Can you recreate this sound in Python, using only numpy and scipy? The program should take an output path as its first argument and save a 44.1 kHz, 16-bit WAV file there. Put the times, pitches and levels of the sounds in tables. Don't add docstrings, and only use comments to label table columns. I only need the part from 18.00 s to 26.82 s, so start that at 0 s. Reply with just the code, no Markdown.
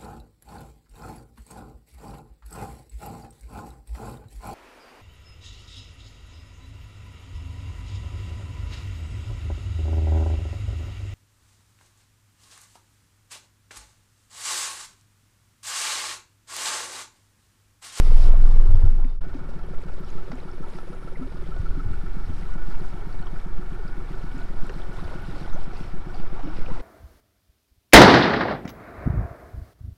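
import sys
import numpy as np
from scipy import signal
from scipy.fft import rfft, irfft, next_fast_len
from scipy.io import wavfile
from scipy.ndimage import uniform_filter1d, map_coordinates

SR = 44100
rng = np.random.default_rng(int(sys.argv[2]) if len(sys.argv) > 2 else 0)


def nominal_scale(level):
    x = np.asarray(level, float) / 20
    return 10 ** x


def store_pcm(level_fs):
    pcm = np.round(np.clip(level_fs, -1, 1) * 32767).astype(np.int16)
    wavfile.write(sys.argv[1], SR, np.atleast_2d(pcm).T)


N = 388942
T = np.arange(N) / SR
CUT_S = 1.207


def unit(x):
    return x / np.sqrt(np.mean(x ** 2) + 1e-20)


def noise():
    return rng.standard_normal(N)


def curves(rows):
    return np.interp(T, *np.transpose(rows))


def humps(rows):
    return sum(db * np.exp(-((T - s) / half) ** 2) for s, db, half in rows)


def wobble(rate):
    return map_coordinates(rng.standard_normal(int(N * rate / SR) + 4), [T * rate])


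def filtered(x, response):
    m = next_fast_len(N + SR)
    return irfft(rfft(x, m) * response(np.fft.rfftfreq(m, 1 / SR)), m)[:N]


def coloured(x, points):
    hz, db = np.transpose(points)
    return unit(filtered(x, lambda f: nominal_scale(np.interp(np.log(f + 0.012), np.log(hz), db, -120, -120))))


def patchy(patchy_db):
    z = signal.stft(noise(), nperseg=512)[2]
    field = uniform_filter1d(rng.standard_normal(z.shape), size=7, axis=0)
    field = uniform_filter1d(field, size=5, axis=1)
    return signal.istft(z * nominal_scale(patchy_db * unit(field)), nperseg=512)[1][:N]


def resonant(x, modes):
    def response(f):
        total = 0
        for k, (centre, width, db) in enumerate(modes):
            damping = 1j * f * width
            total = total + (-1) ** k * nominal_scale(db) * damping / (centre ** 2 - f * f + damping)
        return total
    return unit(filtered(x, response))


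def rings(s, db, hz, t60, rise=0, attack=.002, count=4096):
    s, db, hz, t60, rise = (np.broadcast_to(v, np.shape(s))[:, None] for v in (s, db, hz, t60, rise))
    t = np.arange(count) / SR
    turns = np.cumsum(hz * 2 ** (rise * np.minimum(t / t60, 1)), axis=1) / SR
    envelope = nominal_scale(db - 60 * t / t60) * (1 - np.exp(-t / attack)) * np.hanning(2 * count)[count:]
    wave = envelope * np.sin(2 * np.pi * turns)
    at = np.round(s * SR).astype(int) + np.arange(count)
    return np.bincount(at.ravel(), wave.ravel(), N + count)[:N]


def bursts(s, db, hz, half, skew=0, count=2048):
    s, db, hz, half = (np.broadcast_to(v, np.shape(s))[:, None] for v in (s, db, hz, half))
    t = np.arange(-count, count) / SR
    at = np.round(s * SR).astype(int) + np.arange(2 * count)
    envelope = nominal_scale(db) * np.exp(-(t / (half * (1 + skew * np.sign(t)))) ** 2)
    wave = envelope * np.cos(2 * np.pi * hz * t)
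    return np.bincount(at.ravel(), wave.ravel(), N + 2 * count)[count:N + count]


def grains(rate, hz, spread, cycles, size_db, attack=0.00091):
    luck = rng.random((int(rate * N / SR), 4))
    pitch = np.clip(hz * np.exp(spread * (luck[:, 1] + luck[:, 2] - 1) * 2), 200, 15000)
    level_db = -size_db * np.log(luck[:, 3] + .02)
    return unit(rings(luck[:, 0] * N / SR, level_db, pitch, cycles / pitch, rise=0.6, attack=attack, count=768))


def crank():
    # time in seconds, firings per second.
    first_rate = [(0.0, 19.71), (0.4, 20.69), (0.8, 20.32), (1.21, 20.19)]
    second_rate = [(1.2, 20.06), (1.8, 20.46), (2.4, 19.78), (3.0, 20.54), (3.3, 20.15), (3.6, 20.35),
                   (3.9, 22.26), (4.3, 23.26), (4.8, 23.36), (5.4, 22.97), (6.0, 23.19), (6.6, 22.92),
                   (7.2, 22.97), (7.8, 22.94), (8.3, 23.31), (8.82, 22.8)]
    first = T < CUT_S
    count = np.cumsum(np.where(first, curves(first_rate), curves(second_rate))) / SR
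    count += np.where(first, -.05, .387 - np.interp(second_rate[0][0], T, count))
    load = np.interp(T, [3.56, 3.95], [0, 1])
    return count, np.array([first, ~first * (1 - load), ~first * load])


def hull_shake(fired, state):
    # cycle order, then dB re the firing line on the hull, idling, under load.
    orders = [(1, -20, -9, -10), (2, -12, -11, -22), (3, 0, 0, 0), (5, -27, -24, -35), (6, -20, -20, -15),
              (8, -37, -25, -26), (9, -31, -12, -23), (10, -36, -32, -33), (12, -25, -29, -17),
              (15, -33, -28, -22), (18, -42, -28, -38), (24, -43, -40, -40), (30, -45, -45, -45)]
    # time in seconds, level in dB.
    contact = [(0, -12), (.1, -6.5), (.88, -8.5), (1.19, -6.5), (1.23, -29.5), (2.1, -32), (2.8, -34),
               (3.45, -30), (3.68, -22), (4.1, -27), (4.5, -28), (4.8, -30.5), (5.8, -29), (6.6, -30),
               (7.5, -33), (8.82, -31.5)]
    # centre in seconds, change in dB, half length in seconds.
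    slack = [
        (2.95, -13, .22),
        (2.28, -6, 0.11),
    ]
    shake_db = curves(contact)
    aloft_db = (1 - state[0]) * np.minimum(-30 - shake_db, 1)
    lag_firings = np.dot((0, .07, .23), state)
    out = np.zeros(N)
    for order, *db in orders:
        high = order > 6
        level_db = np.dot(db, state) + high * aloft_db
        if order == 9:
            level_db = level_db + humps(slack)
        if order != 3:
            level_db = level_db + 1.2 * wobble(3)
        out += nominal_scale(level_db) * np.cos(2 * np.pi * order * (fired - high * lag_firings) / 3)
    return np.sqrt(2) * nominal_scale(shake_db) * out


def strokes(shaft, state):
    # place in firings, pitch in Hz, half length in seconds, peak in dB on the hull,
    # idling, under load, scatter in dB.
    parts = [(1.745, 165, .0078, -39, -32, -31, .7), (1.745, 255, .005, -54, -47, -44, 2),
             (2.4, 1325, .0085, -52, -43, -47, .8), (1.745, 330, .006, -48, -42, -39.5, 1.2),
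             (2.4, 170, .007, -44, -41, -52, 2), (2.02, 372, .015, -48, -44, -47, 1),
             (2.48, 1465, .008, -56, -56, -49, 3), (1.4, 1330, .006, -58, -53, -51, 3),
             (.41, 368, .007, -50, -41.5, -58, 1.5), (2.76, 175, .007, -60, -54, -44, 2),
             (2.66, 350, .008, -60, -56, -45, 2), (.26, 520, .0022, -46, -40, -56, 1.5),
             (1.25, 530, .0022, -46, -39.5, -56, 1.5), (2.26, 540, .0021, -46, -39.5, -56, 1.5)]
    # centre in seconds, change in dB, half length in seconds.
    pick_up = [
        (3.83, 7, 0.34),
        (2.93, 0.5, .07),
        (3.4, -15, .06),
        (3.38, -26, 0.06),
        (2, -2.5, 0.26),
        (1.5, -8, .2),
        (4.7, 1, .3),
        (8.3, -9, .5),
        (2.72, 2.5, 0.11),
    ]
    harden_db = humps(pick_up)
    out = np.zeros(N)
    for place, hz, half_s, *db, scatter_db in parts:
        at = np.flatnonzero(np.diff(np.floor((shaft - place) / 3)) > 0)
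        luck = rng.standard_normal((len(at), 3))
        level_db = np.dot(db, state) + (hz == 1325) * harden_db
        peak_db = level_db[at] + scatter_db * luck[:, 0]
        start_s = np.abs(at / SR + .0002 * luck[:, 1])
        skew = .17 * (hz < 340)
        out += bursts(start_s, peak_db, hz * (1 + .004 * luck[:, 2]), half_s, skew=skew)
    return out


def exhaust(shaft, state):
    # frequency in Hz, density in dB per Hz.
    puff_spectrum = [(180, -28.5), (300, -5), (480, 10), (700, -12.5), (1100, -23), (2000, -14.5),
                     (5000, -18), (9000, -45)]
    since = (shaft - .22) % 1
    length_firings = np.dot((.12, .06, .12), state)
    gate = since * np.exp(-since / length_firings) * nominal_scale(1.3 * wobble(20))
    level_db = np.dot((-44, -42, -56), state) - 9.0
    return nominal_scale(level_db) * coloured(gate * (noise() + 2.0), puff_spectrum)


def casing(shaft, state):
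    # resonance in Hz, width in Hz, level in dB.
    cowl_modes = [(874, 164, -5), (1176, 88, -5), (1365, 143, -0.5), (1806, 93, -5), (2230, 80, -6.5)]
    # pitch in Hz, wander in Hz, level in dB on the hull, idling, under load.
    gear_lines = [(728, 3, -9, -6, 1.5), (820, 2, -12, -8, 1), (895, 3, -12, -1, -12),
                  (930, 10, -12, -9, -2), (1146, 5, -12, -3, -3), (1332, 9, -12, -8, -1.5)]
    # centre in seconds, rise in dB, half length in seconds.
    surges = [
        (1.3, 5, .2),
        (3.8, 10, 0.34),
        (4.61, 14.5, 0.23),
        (5.86, 16, 0.17),
        (6.39, 15, 0.15),
        (7.25, 15, 0.63),
        (8.55, 13, 0.32),
    ]
    pan_db = np.dot((-40.5, -43.5, -43), state) + 0.78 * wobble(2.38)
    cowl_db = np.dot((-59.5, -58, -55), state) + 0.15 * wobble(1.5)
    whine_db = np.dot((-73, -60.5, -63), state) + humps(surges)
    beat = nominal_scale(1.5 * np.cos(2 * np.pi * (shaft - .35)) + 0.5 * np.cos(2 * np.pi * (shaft - 2.2) / 3))
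    out = nominal_scale(pan_db - 8.5) * resonant(beat * noise(), [(372, 20, 1.5), (255, 90, -9), (420, 30, -8)])
    out += nominal_scale(cowl_db + 2.0) * resonant(beat * noise(), cowl_modes)
    for hz, wander_hz, *db in gear_lines:
        level_db = np.dot(db, state) + 1.5 * wobble(5)
        turns = np.cumsum(hz + 1.6 * wander_hz * wobble(9)) / SR
        out += nominal_scale(cowl_db - 5.2 + level_db) * np.sin(2 * np.pi * turns)
    whine = resonant(resonant(beat * noise(), [(1462, 60, 0)]), [(1462, 70, 0)])
    return out + nominal_scale(whine_db - 4.5) * whine


def motor():
    fired, state = crank()
    shaft = fired + np.interp(T, [3.4, 3.95], [0, 1 / 3])
    return hull_shake(fired, state) + strokes(shaft, state) + exhaust(shaft, state) + casing(shaft, state)


def running_water():
    # time in seconds, strength in dB.
    flow = [(0, -49.5), (.275, -46.5), (.31, -57), (.55, -55.5), (.82, -60.5), (1.19, -55), (1.23, -66.5),
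            (2.3, -64), (3, -63), (5.25, -61.5), (5.5, -66), (6.2, -61), (6.55, -61.5), (7.0, -57.5),
            (7.4, -56), (7.65, -60.5), (8.0, -62.5), (8.7, -57)]
    # centre in seconds, rise in dB, half length in seconds.
    breaking = [(1.5, 6, .02), (1.82, 5.5, 0.015), (2.52, -2, 0.013), (3.59, 2.5, 0.014), (3.93, 2.5, .03),
                (4.25, 0, 0.02), (4.54, 2, 0.01), (5.2, -2, .03), (5.75, -1, 0.016), (6.9, -2, 0.017),
                (8.57, 4.5, 0.023), (1.95, 3, .05), (2.09, 8, 0.04), (2.39, 3.5, 0.037), (2.64, 0, 0.081),
                (6.39, 5.5, 0.051), (6.7, -1, 0.02), (6.83, -2, 0.012), (7.43, 2, 0.036), (7.64, 4, 0.012),
                (7.82, 5.5, 0.078), (8.16, 2.5, 0.058)]
    # centre in seconds, dB, half length in seconds.
    backwash = [(.25, 1.5, 0.049), (0.328, 6.5, 0.046), (0.56, 2, 0.022), (0.69, 3, 0.22),
                (1.076, 5.5, 0.078), (6.4, 1, 0.28), (4.14, -3.5, 0.36), (0.41, 1, 0.055),
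                (0.67, -1.5, .05), (7.1, 2.5, 0.13), (4.8, -1.5, 1.6), (8.81, 4, 0.45)]
    # centre in seconds, change in dB, half length in seconds.
    shelter = [
        (8.1, 2, 0.18),
        (8.3, -5.5, 1),
    ]
    # frequency in Hz, density in dB per Hz.
    wash_spectrum = [(120, -29.5), (250, 0.5), (430, -2), (540, -3.5), (720, -3), (1300, -4), (1700, -10),
                     (2600, -18.5), (4000, -25)]
    splash_spectrum = [(1060, -22), (1800, -22), (1930, -1), (2300, -7.5), (2570, -6), (5500, -8),
                       (6200, -19.5), (8840, -43.5)]
    spray_spectrum = [(3410, -8), (5800, -6), (6650, -6.5), (8000, -4.5), (10200, -8.5), (11200, -12),
                      (15600, -23.5)]
    mean_flow_db = -62
    flow_db = curves(flow)
    splash_db = flow_db + humps(breaking)
    wash_db = -52 + 0.43 * (flow_db - mean_flow_db) + humps(backwash)
    spray_db = -70 + 0.98 * (splash_db - mean_flow_db) + humps(shelter)
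    lap = np.where(T < CUT_S, .4, 1) * wobble(7.7)
    spritz_db = 1.4 * wobble(18)
    near = np.where(T < CUT_S, .35, 1)
    fizz = near * grains(500, 3800, 0.5, cycles=8.8, size_db=2.0)
    mist = near * grains(280, 9900, 0.47, cycles=8.1, size_db=2.5)
    gurgle = grains(300, 950, .5, cycles=12, size_db=2.5)
    drizzle = near * grains(45, 7000, .6, cycles=14, size_db=3, attack=.0002)
    wash = coloured(patchy(patchy_db=1.3) + .3 * gurgle, wash_spectrum)
    splash = coloured(patchy(patchy_db=2.3) + .5 * fizz, splash_spectrum)
    spray = coloured(patchy(patchy_db=1.5) + .3 * fizz + .25 * mist, spray_spectrum)
    out = nominal_scale(wash_db + 2.0 + 0.77 * lap) * wash
    out += nominal_scale(splash_db + 0.87 * lap + spritz_db) * splash
    out += nominal_scale(spray_db + 1.3 * lap + spritz_db) * spray
    return out + nominal_scale(-80 + .5 * (splash_db - mean_flow_db)) * drizzle


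def wave_slaps():
    # start in seconds, peak in dB, pitch in Hz, t60 in seconds.
    hits = [(1.048, -18, 248, 0.097), (1.349, -22, 267, 0.068), (2.328, -27, 243, 0.13),
            (3.21, -24.5, 249, 0.16), (3.771, -26, 263, 0.11), (4.294, -25, 217, 0.068),
            (6.342, -26, 245, 0.09), (6.379, -38, 255, 0.18), (6.697, -33, 387, 0.07),
            (6.698, -35, 500, 0.066), (5.02, -34, 397, 0.076), (7.325, -37, 295, 0.31),
            (8.432, -28.5, 278, 0.16), (8.469, -25.5, 296, 0.16)]
    s, db, hz, t60_s = np.transpose(hits)
    return rings(s, db + 0.5, hz, t60_s, rise=0.32, attack=0.0039, count=8192)


def cracks():
    # start in seconds, peak in dB, t60 in seconds.
    crests = [
        (1.047, -36, .012),
        (1.345, -41, .02),
        (2.316, -29, .03),
        (2.786, -34, .015),
        (5.268, -38, .012),
        (6.405, -38, .02),
        (6.694, -28, .03),
        (8.395, -36, .015),
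    ]
    # frequency in Hz, density in dB per Hz.
    crack_spectrum = [(300, -5), (600, 11), (1000, 10.5), (1800, 3.5), (4000, -11), (6500, -17),
                      (12000, -55)]
    envelope = np.zeros(N)
    for s, db, t60_s in crests:
        after_s = np.maximum(T - s, 0)
        envelope += nominal_scale(db - 60 * after_s / t60_s) * (1 - np.exp(-after_s / 0.001))
    return envelope * coloured(noise(), crack_spectrum)


def bubbles():
    # start in seconds, peak in dB, initial pitch in Hz, rise in octaves, life in seconds.
    chirps = [(1.074, -54.5, 3660, -.05, 0.098), (.468, -42, 1170, -0.0095, 0.022),
              (2.385, -51, 1960, 0.66, .015), (2.635, -45, 854, 0.28, 0.048),
              (3.153, -45.5, 2300, -.5, 0.018), (3.158, -49, 1950, 0.48, .014),
              (5.265, -40, 1195, -0.44, 0.019), (5.79, -40.5, 428, -0.13, 0.03),
              (2.92, -43, 485, 0.011, 0.046), (4.74, -44, 880, 0.25, 0.023),
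              (6.405, -46.5, 687, 0.032, 0.047), (6.985, -40, 923, 0.73, 0.022),
              (7.53, -55.5, 6200, -.05, 0.032), (7.552, -38, 482, 1.33, 0.061),
              (7.725, -43, 733, -0.0067, 0.034), (8.14, -41, 690, 0.31, 0.033),
              (8.39, -37, 680, 0.44, 0.018), (8.685, -38, 528, -0.19, 0.039), (8.70, -38, 858, 0.49, 0.03),
              (8.66, -44, 2260, 0.43, 0.013)]
    out = np.zeros(N + SR)
    for s, db, hz, rise, life_s in chirps:
        u = np.linspace(0, 1, int(life_s * SR))
        turns = np.cumsum(hz * 2 ** (rise * u)) / SR
        out[round(s * SR):][:len(u)] += nominal_scale(db) * np.sin(np.pi * u ** 0.45) * np.sin(2 * np.pi * turns)
    return out[:N]


def drops():
    # start in seconds, peak in dB, pitch in
    # Hz.
    spits = [(1.636, -48, 3100), (2.3184, -46, 2870), (2.4027, -41, 3850), (2.5145, -43, 5200),
             (2.6851, -46, 3060), (2.7843, -48, 3350), (3.3815, -48, 2730), (3.4598, -44, 3070),
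             (3.5431, -46, 2950), (3.5666, -48, 3340), (3.6868, -44, 3120), (4.3508, -49, 2990),
             (4.4331, -50, 4150), (4.479, -48, 2900), (4.5389, -45, 2790), (4.6232, -49, 2950),
             (4.7534, -42, 2600), (4.8057, -50, 3050), (5.0083, -46, 3070), (5.127, -42, 4380),
             (5.1924, -43, 3800), (5.2253, -49, 2900), (5.2697, -37, 3090), (5.4009, -46, 3320),
             (5.5311, -48, 3330), (5.6618, -48, 2900), (5.7311, -46, 3170), (5.792, -48, 2920),
             (5.8793, -40, 4760), (6.3168, -46, 2950), (6.3887, -45, 2660), (6.695, -49, 2900),
             (6.7404, -40, 4070), (6.8007, -45, 3150), (6.8187, -37, 3340), (6.9384, -43, 2880),
             (7.0107, -43, 3530), (7.0447, -43, 4470), (7.0791, -44, 2960), (7.1958, -44, 2680),
             (7.2442, -45, 2870), (7.4607, -40, 3120), (7.4981, -39, 3680), (7.576, -51, 2650),
             (7.6159, -45, 2990), (7.6393, -48, 2810), (7.7331, -50, 3390), (7.7705, -46, 4420),
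             (7.8339, -43, 2870), (8.1457, -44, 4470), (8.199, -43, 2780), (8.4734, -46, 2810),
             (8.4934, -46, 2850), (8.5687, -43, 2800), (8.662, -39, 2830), (8.7872, -50, 3100),
             (2.3191, -43, 4370), (2.4294, -56, 4530), (4.3101, -52, 4890), (4.342, -50, 5610),
              (4.3505, -49, 4040), (4.5444, -51, 4200), (4.8055, -46, 4490), (4.8574, -51, 4650),
              (5.2001, -52, 4620), (5.2255, -46, 4240), (5.2589, -48, 5460), (7.6405, -46, 5150),
              (7.7318, -48, 5520), (7.7707, -47, 4420), (8.1459, -50, 4460), (8.1574, -44, 4570),
              (8.1993, -45, 4530), (8.4931, -48, 5280), (8.5704, -42, 4780), (8.6128, -51, 4240),
              (8.7494, -48, 4060)]
    ticks = [(1.047, -31.5, 2010), (1.3845, -61, 7000), (1.6668, -56, 11000), (1.82, -56, 7500),
             (2.0065, -53, 12000), (2.048, -47, 5200), (2.1038, -44, 6500), (2.3557, -49, 7220),
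             (2.685, -58, 11000), (2.7025, -52, 7000), (2.95, -55, 7000), (3.59, -54, 7000),
             (4.5393, -48, 5710), (4.7882, -54, 7000), (4.8576, -52, 6340), (5.0786, -58, 12500),
             (5.1998, -58, 11700), (5.2153, -52, 8500), (5.6982, -57, 7000), (6.1232, -60, 12000),
             (6.3826, -48, 7000), (6.431, -55, 7000), (6.6684, -46, 7600), (6.669, -50, 10800),
             (6.7278, -56, 12000), (6.8939, -53, 7270), (7.2217, -51, 11500), (8.4354, -54, 7000)]
    s, db, hz = np.transpose(spits)
    out = rings(s, db + 0.5, hz, 0.011, rise=.3, attack=0.0004, count=1024)
    return out + bursts(*np.transpose(ticks), np.full(len(ticks), .0005), count=256)


def cooling_jet():
    # centre in seconds, rise in dB, half length in seconds.
    jet_rises = [
        (2.85, 10.2, 0.43),
        (4.3, 5.9, 1.3),
        (7.201, 8.4, 0.41),
    ]
    hiss = resonant(resonant(noise(), [(9700, 1700, 0)]), [(9700, 1800, 0)])
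    return nominal_scale(-84 + humps(jet_rises)) * (T > CUT_S) * hiss


def water():
    return running_water() + wave_slaps() + cracks() + bubbles() + drops() + cooling_jet()


def wind():
    # centre in seconds, rise in dB, half length in seconds.
    gusts = [(.5, 7, 0.15), (1.23, 6.5, 0.056), (1.72, 12, 0.13), (2.1, 10, 0.2), (2.6, 8, 0.11),
             (3.75, 8, 0.14), (4.3, 9.5, 0.45), (4.75, 12.5, 0.23), (5.5, 11, 0.4), (6.55, 14.5, 0.22),
             (7.04, 8, 0.066), (7.6, 15.5, 0.13), (8.2, 14, 0.3), (8.68, 16.5, 0.16)]
    eddies = [
        (.5, -4.5, 0.4),
        (1.5, 3, 0.25),
        (3.8, 5, 0.3),
        (4.35, 3.5, 0.19),
        (7.2, 4, 0.35),
        (8.7, 4, 0.17),
        (2.95, -0.5, 0.14),
    ]
    # centre in seconds, peak in dB, pitch in Hz, half length in seconds.
    thumps = [(0.699, -14.5, 79, 0.011), (0.721, -19, 59.5, 0.014), (0.749, -11, 79, 0.0077),
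              (0.773, -17, 60, 0.014), (0.845, -10, 79, 0.009), (0.868, -14.5, 64.5, 0.0054),
              (3.602, -17.5, 83, 0.0062), (3.626, -37, 95, 0.0068), (3.703, -30, 75, 0.022),
              (3.766, -28.5, 90, 0.011), (3.864, -20, 81, 0.0097), (3.882, -31, 85, 0.012),
              (3.918, -24.5, 79.5, 0.011), (3.984, -29.5, 75, 0.011), (4.296, -26.5, 84, 0.017),
              (7.059, -26.5, 68, 0.012), (7.3, -30, 72.6, 0.009)]
    # frequency in Hz, density in dB per Hz.
    swell_spectrum = [(.6, -16), (2, -6.5), (4, -8), (7, -17), (11, -28), (20, -48)]
    buffet_spectrum = [(12, -32.5), (28, -5), (50, -5), (85, -8), (120, -7.5), (170, -8.5), (260, -15),
                       (420, -30)]
    swell_db = np.where(T < CUT_S, -29, -30) + humps(gusts)
    buffet_db = np.where(T < CUT_S, -37, -46) + humps(eddies)
    swell = coloured(noise(), swell_spectrum)
    swell = unit(swell / (0.53 + uniform_filter1d(np.abs(swell), size=SR // 3)))
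    buffet = unit(nominal_scale(1.4 * wobble(14)) * coloured(noise(), buffet_spectrum))
    return nominal_scale(swell_db) * swell + nominal_scale(buffet_db) * buffet - bursts(*np.transpose(thumps))


def scene():
    return (motor() + water() + wind())[None]


def band_limit(x):
    return signal.sosfilt(signal.butter(12, 15710, fs=SR, output="sos"), x)


def record(dry):
    first = T < CUT_S
    closing = (CUT_S - T) / .02
    opening = np.minimum((T - CUT_S) / .008, (T[-1] - T) / .01)
    splice = np.clip(np.where(first, closing, opening), 0, 1)
    fade = nominal_scale(-21.5 * first * np.clip(1 + (T - CUT_S) / 0.64, 0, 1) ** 3.7)
    held = dry / (1 + np.abs(dry) ** 12) ** (1 / 12)
    return band_limit(held * fade * splice)


dry = scene()
out = record(dry)
store_pcm(out)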